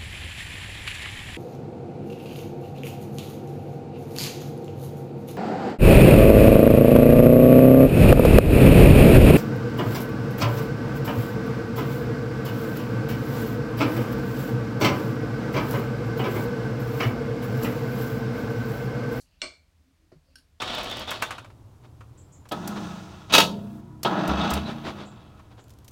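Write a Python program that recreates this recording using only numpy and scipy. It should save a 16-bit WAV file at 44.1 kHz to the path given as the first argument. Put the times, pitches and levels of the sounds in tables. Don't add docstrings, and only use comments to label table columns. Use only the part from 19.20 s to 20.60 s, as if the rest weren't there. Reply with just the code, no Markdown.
import sys
import numpy as np
from scipy.fft import rfft, irfft, next_fast_len
from scipy.io import wavfile

SR = 44100
rng = np.random.default_rng(int(sys.argv[2]) if len(sys.argv) > 2 else 0)


def put_to_file(sound):
    columns = np.atleast_2d(sound).T
    safe = np.clip(columns, -1, 1)
    whole_steps = np.round(safe * 32767)
    wavfile.write(sys.argv[1], SR, whole_steps.astype(np.int16))


N = 61739


def amp(db):
    return 10 ** (np.asarray(db) / 20)


def unit_rms(x):
    return x / np.sqrt(np.mean(x ** 2) + 1e-20)


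def since(start_s):
    return np.maximum(np.arange(N) / SR - start_s, 0)


def filtered(x, response):
    size = next_fast_len(N + 8192)
    return irfft(rfft(x, size) * response(np.fft.rfftfreq(size, 1 / SR)), size)[:N]


def noise(spectrum):
    freq_hz, density_db = np.transpose(spectrum)
    white = rng.standard_normal(N)
    return unit_rms(filtered(white, lambda hz: amp(np.interp(np.log(hz + 1), np.log(freq_hz), density_db))))


def decay(start_s, attack_s, t60_s):
    age_s = since(start_s)
    return (1 - np.exp(-age_s / attack_s)) * amp(-60 * age_s / t60_s)


def ring(modes, start_s, attack_s, drift):
    age_s = since(start_s)
    out = np.zeros(N)
    for k, (pitch_hz, level_db, t60_s) in enumerate(modes):
        wander_rad = drift * np.cumsum(rng.standard_normal(N) * (age_s > 0)) / np.sqrt(SR)
        tone = np.sin(2 * np.pi * pitch_hz * age_s + wander_rad)
        out += (-1) ** k * amp(level_db) * decay(start_s, attack_s, t60_s) * tone
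    return out


def noise_swells(swells, half_width_oct):
    out = np.zeros(N)
    for peak_s, sigma_s, level_db, centre_hz in swells:
        white = rng.standard_normal(N)
        band = filtered(white, lambda hz: 1 / (1 + (np.log2((hz + 1) / centre_hz) / half_width_oct) ** 2))
        envelope = np.exp(-((np.arange(N) / SR - peak_s) / sigma_s) ** 2 / 2)
        out += amp(level_db) * unit_rms(band) * envelope
    return out


# freq_hz, density_db
ROOM_SPECTRUM = [(20, -31), (31, -22), (41, -4), (56, -8), (78, -4), (93, -8.5), (115, -16.5), (167, -14),
                 (225, -25), (265, -19.5), (375, -29.5), (620, -27.5), (750, -31.5), (2430, -33.5),
                 (3600, -36), (4500, -36), (8000, -41), (15800, -47.5)]


def room_rumble():
    hum = noise([(25, -42), (36, -16), (41, 1.5), (48, -15), (66, -17),
                 (77, -1), (90, -21), (140, -49), (500, -120)])
    return amp(-65) * noise(ROOM_SPECTRUM) + amp(-68.5) * hum


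# freq_hz, density_db
SLIP_SPECTRUM = [(1760, -39), (3000, -19), (3490, -25), (3590, -17), (4560, -1.5), (4950, -14), (5200, -8),
                 (11000, -11), (15500, -26)]
# peak_s, sigma_s, level_db, centre_hz
HISS_SWELLS = [(0.07, 0.0097, -72.5, 2750), (.15, 0.034, -73, 2760), (0.12, 0.055, -77.5, 4500),
               (.21, .008, -66, 3800), (1.125, 0.017, -78, 2620), (1.11, .04, -77, 4600)]


def yarn_and_hiss():
    fade_s, t60_s = 0.016, 0.19
    slip = amp(-59.5) * noise(SLIP_SPECTRUM) * amp(-60 * since(fade_s) / t60_s)
    return slip + noise_swells(HISS_SWELLS, half_width_oct=0.17)


# pitch_hz, relative_db, t60_s
NEEDLE_MODES = [(580, -19.5, 0.044), (1486, -13.5, 0.049), (2170, -11.5, 0.038), (2330, -10.5, 0.041),
                (2800, 0.5, 0.033), (3456, -5, 0.033), (3670, -12, 0.035), (4070, -8, 0.049),
                (4280, -2.5, 0.037), (4890, -6, 0.018), (5580, -3, 0.025), (5880, -16, 0.027),
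                (6200, -17, .02), (8080, -13.5, .025)]
CYLINDER_MODES = [(2162, -7.5, 0.32), (2213, -9, 0.34), (2289, -2, 0.32), (2321, -1.5, 0.31),
                  (2352, -6, 0.38), (2790, -14, .24), (3006, -16, 0.28), (3420, -12, 0.24),
                  (4072, -7.5, 0.33), (4250, -7.5, .33), (4376, -6, 0.32), (4401, 0, .29),
                  (5070, -15, 0.33), (8240, -7, 0.19)]
TABLE_MODES = [(266.7, -2, 0.19), (301, -4.5, 0.17), (361.5, 1, 0.2), (610, 2, 0.2), (654, -6.5, 0.26),
               (1128, 0, 0.19), (1248, -4.5, 0.16), (1542, -5, .2)]
# freq_hz, density_db
SNAP_SPECTRUM = [(100, -12.5), (280, -15.5), (650, -4.5), (880, -15.5), (1500, -8.5), (1780, -18.5),
                 (2300, 2), (2560, -15), (2850, -4.5), (3200, -16), (3450, -6), (3850, -13.5), (4330, -1.5),
                 (4700, -9.5), (5250, -8), (6600, -17), (7700, -15.5), (8300, -11), (8800, -25),
                 (9500, -36.5), (16000, -76)]


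def needle_snap(start_s):
    contact = amp(-24.3) * ring(NEEDLE_MODES, start_s, attack_s=0.0002, drift=0.9)
    burst = noise([(400, -13), (2800, -3.5), (5600, -3.5), (8300, -8.5), (10000, -24), (16000, -50)])
    crack = amp(-28) * burst * decay(start_s, attack_s=0.0001, t60_s=0.011)
    cylinder = amp(-37.5) * ring(CYLINDER_MODES, start_s, attack_s=0.005, drift=1.6)
    table = amp(-41) * ring(TABLE_MODES, start_s + 0.01, attack_s=0.0072, drift=1.5)
    tail = amp(-34) * noise(SNAP_SPECTRUM) * decay(start_s, attack_s=0.0041, t60_s=0.29)
    wall = amp(-37) * noise(SNAP_SPECTRUM) * decay(start_s + 0.023, attack_s=0.0003, t60_s=0.028)
    return contact + crack + cylinder + table + tail + wall


# peak_s, sigma_s, level_db, centre_hz
MACHINE_RUBS = [(.575, 0.034, -60.5, 77.3), (.67, 0.066, -73, 269), (.85, 0.037, -71.5, 314),
                (1.095, .02, -74.5, 543), (1.16, 0.055, -71, 271), (1.35, 0.042, -62, 80.8)]


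def machine_shifts():
    return noise_swells(MACHINE_RUBS, half_width_oct=0.11)


# pitch_hz, relative_db, t60_s
BASE_MODES = [(116, 1, 0.12), (263, -1.5, 0.13), (367, 5.5, 0.1), (522, -7.5, 0.11), (1062, -13.5, .1),
              (1393, -14, .1), (3000, -22, 0.13), (4340, -21, .22), (4750, -20, .08)]
# freq_hz, density_db
KNOCK_SPECTRUM = [(100, 1), (350, -2.5), (650, -2), (900, -14.5), (2100, -13), (2600, -22.5), (3500, -27),
                  (4600, -15), (6500, -28.5), (12000, -48)]


def knock(start_s):
    contact = amp(-52.5) * ring([(643, 0, 0.07)], start_s, attack_s=0.00067, drift=2)
    base = amp(-52) * ring(BASE_MODES, start_s + 0.005, attack_s=0.0011, drift=1.6)
    tail = amp(-55.5) * noise(KNOCK_SPECTRUM) * decay(start_s, attack_s=0.00046, t60_s=0.19)
    rebound = amp(-60) * noise(KNOCK_SPECTRUM) * decay(start_s + 0.0103, attack_s=0.00055, t60_s=0.02)
    table = amp(-41) * ring([(156.2, 0, 0.12)], start_s + 0.036, attack_s=0.011, drift=0.87)
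    return contact + base + tail + rebound + table


# pitch_hz, relative_db, t60_s
LATCH_MODES = [(1535, 2.5, 0.069), (1646, -5, 0.071), (2896, -4.5, 0.054), (4240, -12, 0.14),
               (4580, -7.5, .15), (5170, 0.5, 0.054), (5490, -1, 0.085), (5580, -1, 0.077),
               (6920, -17, .06), (8770, -5.5, 0.044), (9740, -6, .05), (10670, -4.5, .025)]
# freq_hz, density_db
TICK_SPECTRUM = [(400, -17.5), (1150, -22), (1570, -2.5), (2000, -18), (2500, -14), (2950, -5), (3600, -16),
                 (4500, -2.5), (4900, -5), (5500, -1.5), (5900, -18.5), (6900, -13.5), (8200, -21),
                 (8900, -9), (9400, -14), (9900, -10), (12500, -21.5), (16000, -28)]


def latch_tick(start_s):
    latch = amp(-51.3) * ring(LATCH_MODES, start_s, attack_s=0.0004, drift=2.3)
    crack = amp(-43) * noise(TICK_SPECTRUM) * decay(start_s - 0.0005, attack_s=0.0008, t60_s=0.027)
    tail = amp(-58) * noise(TICK_SPECTRUM) * decay(start_s, attack_s=0.002, t60_s=0.28)
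    wall_crack = amp(-52) * noise(TICK_SPECTRUM) * decay(start_s + 0.023, attack_s=0.004, t60_s=0.082)
    wall_ring = amp(-62) * ring(LATCH_MODES, start_s + 0.026, attack_s=0.0036, drift=3)
    return latch + crack + tail + wall_crack + wall_ring


def scene():
    mix = room_rumble() + yarn_and_hiss() + needle_snap(start_s=0.2172) + machine_shifts()
    mix += knock(start_s=0.918) + latch_tick(start_s=1.156)
    return mix[None]


def record(dry):
    cutoff_hz = 16100
    return np.array([filtered(channel, lambda hz: hz < cutoff_hz) for channel in dry])


dry = scene()
out = record(dry)
put_to_file(out)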